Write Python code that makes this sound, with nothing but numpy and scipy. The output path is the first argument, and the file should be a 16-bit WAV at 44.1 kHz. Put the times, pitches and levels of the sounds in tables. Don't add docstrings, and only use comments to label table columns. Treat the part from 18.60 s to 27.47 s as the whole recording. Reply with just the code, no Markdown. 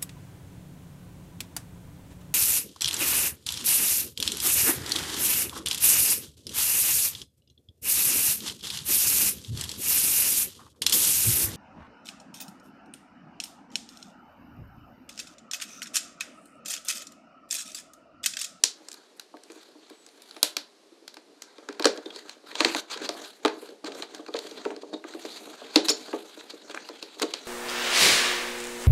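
import sys
import numpy as np
from scipy import signal
from scipy.fft import rfft, irfft
from scipy.io import wavfile
from scipy.ndimage import uniform_filter1d

SR = 44100
rng = np.random.default_rng(int(sys.argv[2]) if len(sys.argv) > 2 else 0)


def transcribe(u):
    v = np.clip(np.atleast_2d(u).T, -1, 1)
    q = np.round(v * 32767).astype(np.int16)
    wavfile.write(sys.argv[1], SR, q)


def volts_from_decibels(level):
    exponent = np.asarray(level, float) / 20
    return 10 ** exponent


N = 391166
T = np.arange(N) / SR
MS = np.arange(0, N / SR, .001)


def unit(x):
    return x / np.sqrt(np.mean(x ** 2))


def band(x, lo_hz, hi_hz, order=2):
    return signal.sosfilt(signal.butter(order, [lo_hz, hi_hz], "band", fs=SR, output="sos"), x)


def ring(x, modes):
    out = 0
    for hz, db, t60_s in modes:
        pole = np.exp(2j * np.pi * hz / SR - np.log(1000) / (t60_s * SR))
        out = out + volts_from_decibels(db) * signal.lfilter([1], [1, -pole], x).imag
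    return out


def walk(rate_hz):
    hold = int(SR / rate_hz)
    steps = np.repeat(rng.standard_normal(N // hold + 1), hold)
    return unit(uniform_filter1d(uniform_filter1d(steps, hold), hold)[:N])


def add(out, s, x):
    i = int(s * SR)
    out[i:i + len(x)] += x[:N - i]


# [t/s, crack level/dB, crack centre f/Hz,
# card panel level/dB, fizz level/dB]
SNAPS = [(0.037, -1, 6100, -30.5, -11), (0.2848, -30.5, 7200, -48.5, -39), (0.315, -32.5, 7240, -54, -39),
         (0.328, -39, 7330, -56, -41), (0.341, -41, 4300, -61, -39), (0.596, -29, 4790, -42.5, -32.5),
         (0.7682, -41.5, 3397, -52, -54), (0.8345, -38, 7500, -60, -50), (0.8994, -41, 4440, -48, -55),
         (0.9178, -40.5, 7560, -58, -49), (1.2988, -50, 4145, -49, -47.5), (1.4631, -39, 7000, -58, -52),
         (1.4875, -43, 4100, -59, -54), (1.6195, -50, 3820, -64, -42.5), (1.687, -45, 4070, -60, -52.5),
         (1.7093, -32, 4150, -51, -66), (1.7644, -29, 3880, -39, -58), (1.8288, -4.5, 3770, -22.5, -4.5),
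         (1.9668, -11, 4400, -28.5, -20.5), (2.4778, -25, 4650, -42.5, -36.5),
         (2.5412, -38.5, 4500, -52, -43), (2.5681, -33.5, 4300, -43, -57.5), (2.82, -28.5, 6060, -46, -37),
         (2.9817, -36, 4120, -46, -55), (3.087, -27, 4510, -31.5, -43), (3.1258, -38, 4610, -51, -51),
         (3.1956, -19.5, 4230, -28, -31), (3.2231, -19, 4080, -34, -50), (3.2324, -37, 4190, -36, -48),
         (3.2438, -10.5, 4090, -19.5, -26), (3.254, -2.5, 4740, -18.5, -21),
         (3.2691, -15.5, 4300, -21.5, -26), (3.3739, -26.5, 3700, -43, -45), (3.4585, -32, 3520, -48, -56),
         (3.5042, -35, 3350, -48, -62), (3.5596, -27.5, 4530, -40, -51),
         (3.6936, -22.5, 3560, -40.5, -37.5), (3.914, -40.5, 4470, -37, -46),
         (3.9532, -18.5, 3760, -35, -36), (4.0045, -6.5, 3870, -14.5, -24), (4.0469, -4.5, 3940, -15, -23),
         (4.1473, -14.5, 4700, -19, -45), (4.3734, -25.5, 3890, -43, -45), (4.4897, -14, 4280, -31.5, -30),
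         (4.5226, -40, 4420, -52, -52), (4.6467, -32, 4550, -42, -49), (4.849, -12.5, 3450, -23, -29),
         (4.8573, -14, 3600, -21, -31), (4.8785, -20, 3630, -30, -39), (5.0888, -39.5, 4200, -52.5, -64),
         (5.244, -28, 4130, -43.5, -44), (5.2664, -33.5, 4300, -46, -46), (5.319, -30, 3520, -43.5, -48),
         (5.3475, -33, 4400, -53, -50), (5.4221, -19, 3470, -33, -36), (5.5464, -27, 4530, -42, -38),
         (5.663, -34.5, 3540, -44, -50), (5.7394, -20, 3500, -37, -39), (5.7534, -34, 4200, -36, -44),
         (5.7886, -21.5, 4080, -44, -33), (5.8684, -32, 4220, -45, -44), (5.911, -26.5, 3670, -57, -46),
         (6.0509, -29, 4020, -31.5, -48), (6.104, -39, 4020, -34.5, -54), (6.1626, -34, 4150, -46, -53),
         (6.44, -35, 3220, -38.5, -62), (6.536, -34, 3990, -43, -52), (6.6511, -32, 4370, -40, -49),
         (6.7192, -34, 4400, -66, -49), (7.1095, -50, 3400, -56, -57), (7.158, 2.5, 3770, -17, -20),
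         (7.164, -12.5, 3770, -26, -33), (7.2838, -10, 5400, -25, -31), (7.4837, -38, 3220, -50, -55),
         (7.53, -34.5, 3840, -28.5, -53), (7.809, -37, 3500, -42, -55), (8.097, -29.5, 3850, -38.5, -54.5),
         (8.1454, -31, 5940, -33, -45), (8.1736, -36, 3950, -31.5, -53), (8.2879, -30, 4560, -36, -41),
         (8.4257, -22, 3960, -46, -37), (8.5966, -23, 4570, -33, -33.5), (8.6182, -19, 5770, -27, -25),
         (8.737, -14.5, 3850, -31.5, -42)]
# [f/Hz, relative level/dB, t60/s]
PANEL = [(1023, -7.5, 0.04), (1373, 3.5, 0.01), (1599, 5.5, 0.0099), (2003, 4.5, 0.00583),
         (2355, -5.5, 0.019)]
SNAP_RISE_S, SNAP_DECAY_MS = 0.0011, 3.2


def snaps():
    drive = np.zeros((2, 3, N))
    t = np.arange(2048) / SR
    tearing = rng.standard_normal((len(SNAPS), len(t)))
    for (s, crack_db, hz, panel_db, fizz_db), tear in zip(SNAPS, tearing):
        burst = tear * (1 - np.exp(-t / SNAP_RISE_S)) * np.exp(-(t * 1000 / SNAP_DECAY_MS) ** 2)
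        burst /= np.abs(burst).max()
        tick = np.sqrt(np.sum(burst ** 2)) * (t == 0)
        for (crack, jolt, fizz), push in zip(drive, (burst, tick)):
            add(crack, s, volts_from_decibels(crack_db) * band(push, hz / 1.25, hz * 1.36, order=1))
            add(jolt, s, volts_from_decibels(panel_db) * push)
            add(fizz, s, volts_from_decibels(fizz_db) * push)
    outputs = []
    for crack, jolt, fizz in drive:
        tear = volts_from_decibels(8) * band(crack, 2200, 12000)
        panel = volts_from_decibels(-12.5) * ring(jolt, PANEL)
        hiss = volts_from_decibels(10.5) * band(fizz, 4500, 17000)
        outputs.append(tear + panel + hiss)
    return outputs


# [t/s, strength level/dB, favoured mode f/Hz,
# upper modes level/dB]
KNOCKS = [(0.036, -31, 453, 1), (0.203, -46, 307, -10), (0.74, -36, 339, -4.5), (0.899, -37.5, 310, -16),
          (0.961, -41, 320, -16), (1.084, -48.5, 288, -17), (1.152, -44.5, 328, -13),
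          (1.307, -38.5, 320, -15), (1.469, -50.5, 439, -11), (1.765, -39, 301, -7), (1.828, -26.5, 525, 2),
          (1.97, -38.5, 315, -4), (2.319, -45, 288, -16), (2.421, -46, 283, -19), (2.571, -44.5, 312, -13),
          (2.688, -49, 350, -11), (2.984, -37.5, 440, -7), (3.09, -30, 330.6, -13),
          (3.198, -23.5, 439, -7.5), (3.254, -9.5, 467, -12), (3.378, -33.5, 323, -6),
          (3.458, -29.5, 330, -22), (3.56, -38, 452, -17), (3.653, -42.5, 431, -4.5),
          (3.838, -42.5, 452, -14), (3.923, -39, 424, -16), (3.953, -32, 619, 0), (4.006, -15, 315, -4),
          (4.054, -16, 283, -9), (4.151, -21.5, 314, -4), (4.311, -47, 334, -19), (4.36, -32.5, 436, -15),
          (4.415, -31, 307, -22), (4.49, -23, 584, -1.5), (4.548, -33, 501, 2), (4.85, -10, 370, -3.5),
          (4.97, -35.5, 315, -15), (5.025, -34.5, 360.5, -17), (5.087, -37, 457, -26),
          (5.12, -37.5, 468, -26), (5.241, -27.5, 315, -7), (5.279, -29, 413, -7), (5.349, -32, 369, -17),
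          (5.394, -36, 371, -16), (5.427, -32.5, 315, -1), (5.54, -39, 318, -3), (5.593, -34, 310, -9),
          (5.685, -29.5, 320, -9), (5.745, -19.5, 400, -6), (5.847, -34, 390, -10), (5.915, -36, 366, -24),
          (5.974, -38, 514, -26), (6.058, -19.5, 406, -6.5), (6.113, -30.5, 315, 0), (6.164, -34, 444, -17),
          (6.232, -31, 440, -10), (6.336, -25.5, 315, -7), (6.446, -28.5, 312, -6), (6.546, -27, 301, -13),
          (6.648, -27, 307, -11), (6.871, -33.5, 331, -10), (7.017, -32.5, 563, -6),
          (7.161, -6.5, 307, -16.5), (7.299, -19.5, 406, -12), (7.483, -34, 468, -6),
          (7.535, -19.5, 423, -6.5), (7.645, -39.5, 415, -9), (7.773, -36.5, 366, -24),
          (7.936, -34.5, 436, -21), (8.094, -35, 439, -8), (8.143, -32.5, 377, 2), (8.296, -32.5, 374, -7),
          (8.426, -36, 440, -12), (8.569, -39.5, 443, -6), (8.614, -22, 385, -6), (8.63, -15.5, 440, -9.5),
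          (8.743, -39, 315, -14)]
# [nominal f/Hz, relative level/dB, t60/s]
BOX = [(270.6, -33, 0.027), (315, 4, 0.085), (401.6, 1.5, 0.061), (451.7, 8.5, 0.038), (553.5, 0, 0.046),
       (611, -2, 0.087), (703.5, -2.5, 0.067), (830, -5, 0.037), (900, -4.5, .07), (1106, -1, 0.043),
       (1268, -4, 0.0486)]
RING_SHARE = 0.91


def knocks():
    out = np.zeros(N)
    hz, db, t60_s = np.transpose(BOX)[:, :, None]
    t = np.arange(8192) / SR
    chance = rng.standard_normal((len(KNOCKS), 3, len(BOX), 1))
    for (s, strength_db, near_hz, upper_db), (size, detune, start) in zip(KNOCKS, chance):
        reach_db = np.where(hz < 580, -9 * np.abs(np.log2(hz / near_hz)), upper_db)
        rise = 1 - np.exp(-t * hz / 1.2)
        fade = np.exp(-np.log(1000) * t / (t60_s * RING_SHARE)) * rise
        phase = 2 * np.pi * hz * (1 + 0.0274 * detune) * t + 1.34 * start
        modes = volts_from_decibels(db + 2.5 * size + reach_db) * fade * np.sin(phase)
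        blow = modes.sum(axis=0)
        add(out, s, volts_from_decibels(strength_db + 3.5) * blow / np.abs(blow).max())
    return out


def grit(spread_db, flutter_db, flutter_hz):
    catch = np.minimum(rng.exponential(size=N), 5)
    size = volts_from_decibels(spread_db * catch + flutter_db * walk(flutter_hz))
    return size * rng.standard_normal(N)


def scatter(per_s):
    return unit((rng.random(N) < per_s / SR) * rng.exponential(size=N))


def shifting(drive, modes):
    share = np.array([volts_from_decibels(5.3 * walk(30)) for _ in modes])
    share /= np.sqrt(np.sum(share ** 2, axis=0))
    return unit(sum(part * ring(drive, [mode]) for part, mode in zip(share, modes)))


SETTLE_DELAY_S, SETTLE_DB, SETTLE_DB_PER_S = 0.011, -22, 296.5


def settle(s, db):
    return volts_from_decibels(db - np.where(MS < s, 1500 * (s - MS), SETTLE_DB_PER_S * (MS - s)))


STROKE_RISE = 1.015
STROKE_FLAT = 2


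def stroke(s, fade_s):
    away = np.abs(MS - s) / np.where(MS < s, STROKE_RISE, 1) / np.clip(fade_s, .01, 1)
    return volts_from_decibels(-20 * away ** STROKE_FLAT)


# [peak t/s, 20 dB fade t/s (held within 0.01..1), edge scrape level/dB,
# card panel level/dB, fizz level/dB]
STROKES = [(.317, 0.23, -60.5, -61, -66), (.573, -0.1, -60, -60, -57), (.605, 0.02, -66, -57, -73),
           (0.977, 0.16, -54.5, -59.5, -59), (1.33, 0.2, -61.5, -68, -71), (1.55, 0.16, -69, -79, -69),
           (1.776, 0.32, -59.5, -64, -61.5), (2.574, -0.12, -58, -62.5, -68),
           (2.995, 0.27, -67, -61.5, -78), (3.374, 0.38, -67, -58.5, -73), (3.474, 0.3, -63.5, -65, -64.5),
           (3.575, 0.06, -49.5, -60, -59), (3.699, 0.06, -49, -54, -60), (3.932, 0.09, -50, -47, -56),
           (4.008, 0.05, -30.5, -36.5, -44), (4.095, 0.06, -29.5, -42, -35), (4.182, 0.03, -30, -38, -33),
           (4.324, .033, -34, -48, -44), (4.38, 0.1, -50, -45.5, -61), (4.451, 0.0259, -33.5, -46.5, -39.5),
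           (4.54, 0.17, -72, -56, -76), (4.633, 0.16, -47, -56, -49.5), (4.838, -0.08, -50.5, -52, -59.5),
           (4.97, 0.2, -66, -62.5, -72), (5.035, 0.14, -55.5, -64, -58), (5.271, 0.02, -40.5, -41.5, -53),
           (5.385, 0.07, -41.5, -52, -50), (5.432, 0.01, -41, -35.5, -49), (5.555, 0.08, -50, -51.5, -60),
           (5.686, 0.01, -48, -42.5, -58), (5.768, 0.0142, -39.5, -42, -58), (5.83, .07, -47.5, -61, -58),
           (5.898, 0.24, -54, -59, -58.5), (5.993, 0.03, -49.5, -47, -70), (6.065, 0.08, -51.5, -59, -60),
           (6.22, -0.01, -46, -55, -55), (6.338, 0.01, -47, -46, -63), (6.503, .045, -47, -48, -55),
           (6.67, .25, -50, -72, -53.5), (6.83, .2, -54.5, -62, -56), (6.938, -0.12, -58, -45, -70),
           (7.13, 0.23, -54, -58, -65), (7.152, -0.05, -43, -45, -53), (7.256, 0.0151, -31, -54, -31.5),
           (7.298, 0.0217, -27.5, -47, -28), (7.48, 0.52, -50.5, -59, -53.5), (7.801, -0.05, -42, -57, -53),
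           (7.905, -0.05, -44.5, -61, -50), (8.115, -0.05, -45.5, -53.5, -57.5),
           (8.165, 0.01, -55, -42, -61), (8.3, 1, -65.5, -67, -83), (8.433, -1, -60.5, -86, -69),
           (8.523, 0.7, -53.5, -79, -60.5), (8.627, -0.0324, -23, -49, -39), (8.714, 0.15, -58, -62, -61),
           (8.87, .08, -51, -51.5, -57)]
# [t/s, box rumble level/dB]
HANDLING = [(0, -62.5), (.3, -57.5), (.67, -67), (.91, -63), (1.83, -59), (2.17, -65), (3.01, -58.5),
            (3.31, -50), (3.41, -50.5), (3.65, -59), (3.85, -60), (4.05, -67), (4.27, -71), (4.42, -46.5),
            (4.62, -39.5), (4.72, -58), (4.97, -49.5), (5.21, -65), (5.27, -37), (5.38, -47), (5.5, -52),
            (5.98, -47), (6.29, -47.5), (6.35, -40), (6.42, -64), (6.6, -49), (7.01, -49), (7.39, -46),
            (7.7, -56), (8.04, -53), (8.15, -46.5), (8.5, -58.5), (8.87, -51.5)]
# [f/Hz, relative level/dB, t60/s]
EDGE = [(2700, -5.5, 0.0033), (3320, -0.5, 0.0027), (3850, -3, 0.0039), (4480, -2.5, 0.0036),
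        (6100, -1, 0.00184), (6470, -4, 0.0021), (7000, -7, 0.0016)]
GRIP_EDGE_DB, GRIP_PANEL_DB, GRIP_FIZZ_DB = -16.5, -20.5, -30
THUMPS_PER_S, THUMP_DB = 14, -7.5


def rubbing():
    grip = volts_from_decibels(np.interp(MS, *np.transpose(HANDLING)))
    box = grip + sum(settle(s + SETTLE_DELAY_S, db + SETTLE_DB) for s, db, *_ in KNOCKS)
    grip_gains = grip * volts_from_decibels(np.array([[GRIP_EDGE_DB], [GRIP_PANEL_DB], [GRIP_FIZZ_DB]]))
    stroke_gains = sum(stroke(s, fade_s) * volts_from_decibels(np.array(db)[:, None]) for s, fade_s, *db in STROKES)
    edge, panel, hiss = grip_gains + stroke_gains
    box, edge, panel, hiss = (np.interp(T, MS, gain) for gain in (box, edge, panel, hiss))
    box_drive = unit(grit(2.54, 2.8, 40)) + volts_from_decibels(THUMP_DB) * scatter(THUMPS_PER_S)
    rumble = unit(ring(box_drive, BOX[:7]))
    surface = unit(grit(2.25, 2.7, 170))
    rustle = shifting(surface, PANEL)
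    scrape = shifting(surface, EDGE)
    fizz = unit(band(surface, 8070, 15000) * volts_from_decibels(2.0 * walk(40)))
    return box * rumble + panel * rustle + edge * scrape + hiss * fizz


# [t/s, start f/Hz, end f/Hz, peak level before chop/dB, length/ms]
SQUEAKS = [(3.455, 3570, 3600, -39, 14), (3.5, 3300, 3400, -41, 16), (6.334, 3570, 3860, -36.5, 15.7),
           (7.244, 3970, 3800, -32, 17), (7.289, 6130, 4820, -13.5, 13), (7.298, 7500, 6470, -14, 10.2),
           (7.309, 4490, 4480, -27.5, 21), (8.24, 2700, 2820, -47.5, 21)]
CHOP_HZ, CHOP_DEPTH = 400, 0.39


def squeaks():
    out = np.zeros(N)
    rough = rng.standard_normal((len(SQUEAKS), 64))
    for (s, start_hz, end_hz, db, ms), wobble in zip(SQUEAKS, rough):
        u = np.linspace(0, 1, int(ms * SR / 1000))
        glide_hz = start_hz + (end_hz - start_hz) * u
        hz = glide_hz * (1 + 0.061 * np.interp(64 * u, np.arange(64), wobble))
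        chop = 1 + CHOP_DEPTH * np.sin(2 * np.pi * CHOP_HZ * u * ms / 1000)
        tone = np.sin(2 * np.pi * np.cumsum(hz) / SR)
        add(out, s, volts_from_decibels(db) * np.sin(np.pi * u) * chop * tone)
    return out


# [t/s, f/Hz, rms level of the lowest tone/dB]
SQUEAL = [(1.3, 7820, -74.5), (1.4, 7990, -62.5), (1.445, 7720, -68), (1.509, 9100, -72),
          (1.61, 10100, -76), (1.656, 10400, -72), (1.732, 9960, -69), (1.78, 10600, -64),
          (1.828, 11200, -68)]


def squeal():
    s, hz, db = np.transpose(SQUEAL)
    wavering_hz = np.interp(T, s, hz) * (1 + 0.0023 * walk(67))
    phase = 2 * np.pi * np.cumsum(wavering_hz) / SR
    level = volts_from_decibels(np.interp(T, s, db, -150, -150) + 1.1 * walk(50))
    tight = np.clip((T - 1.5) / .25, 0, 1)
    upper = volts_from_decibels(-9) * tight ** 4 * np.sin(1.19 * phase) + volts_from_decibels(-7) * tight * np.sin(1.375 * phase)
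    return np.sqrt(2) * level * (np.sin(phase) + upper)


# [f/Hz, relative level per Hz/dB]
ROOM_NOISE = [(35, -84), (60, -16), (389, 1.5), (515, -5), (1010, -12), (1110, -9.5), (1280, -13.5),
              (2410, -16), (5860, -18), (12700, -26.5), (16000, -63.5)]
ROOM_NOISE_DB = -58.5


def room_noise():
    hz, db = np.transpose(ROOM_NOISE)
    colour = volts_from_decibels(np.interp(np.log(np.fft.rfftfreq(N, 1 / SR) + 1), np.log(hz), db))
    hush = unit(irfft(rfft(rng.standard_normal(N)) * colour, N))
    return volts_from_decibels(ROOM_NOISE_DB) * hush * volts_from_decibels(0.26 * walk(8.7))


# [f/Hz, t60/s]
ROOM_T60 = [(300, 0.32), (1500, 0.26), (4000, 0.22), (10000, 0.16)]
BOUNCE_GAIN, BOUNCE_S, TAIL_RISE_S = 0.082, 0.001207, .006


def room(near, far, wet_db):
    t = np.arange(SR // 2) / SR
    hz, t60_s = np.transpose(ROOM_T60)
    tail = 0
    for centre_hz in 250 * 2. ** np.arange(6):
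        fade = np.exp(-np.log(1000) * t / np.interp(np.log(centre_hz), np.log(hz), t60_s))
        noise = rng.standard_normal(len(t))
        tail = tail + fade * band(noise, centre_hz / np.sqrt(2), centre_hz * np.sqrt(3))
    tail *= 1 - np.exp(-t / TAIL_RISE_S)
    walls = volts_from_decibels(wet_db) * signal.fftconvolve(far, tail / np.sqrt(np.sum(tail ** 2)))[:N]
    return near + BOUNCE_GAIN * np.roll(near, int(BOUNCE_S * SR)) + walls


def scene():
    (near, far), box, edge, rub = snaps(), knocks(), squeaks(), rubbing()
    near_mix = near + box + edge + rub
    wall_feed = far + box + edge + volts_from_decibels(-4) * rub
    return (room(near_mix, wall_feed, wet_db=-12.5) + squeal() + room_noise())[None]


def roll_off(x):
    return signal.sosfilt(signal.butter(12, 16450, fs=SR, output="sos"), x)


def record(dry):
    b, a = signal.iirpeak(4200, 4.0, fs=SR)
    x = dry + signal.lfilter(b, a, dry)
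    x = band(x, 229.0, 11880, order=4)
    mix = np.tanh(0.67 * x) / 0.88
    return roll_off(mix)


dry = scene()
out = record(dry)
transcribe(out)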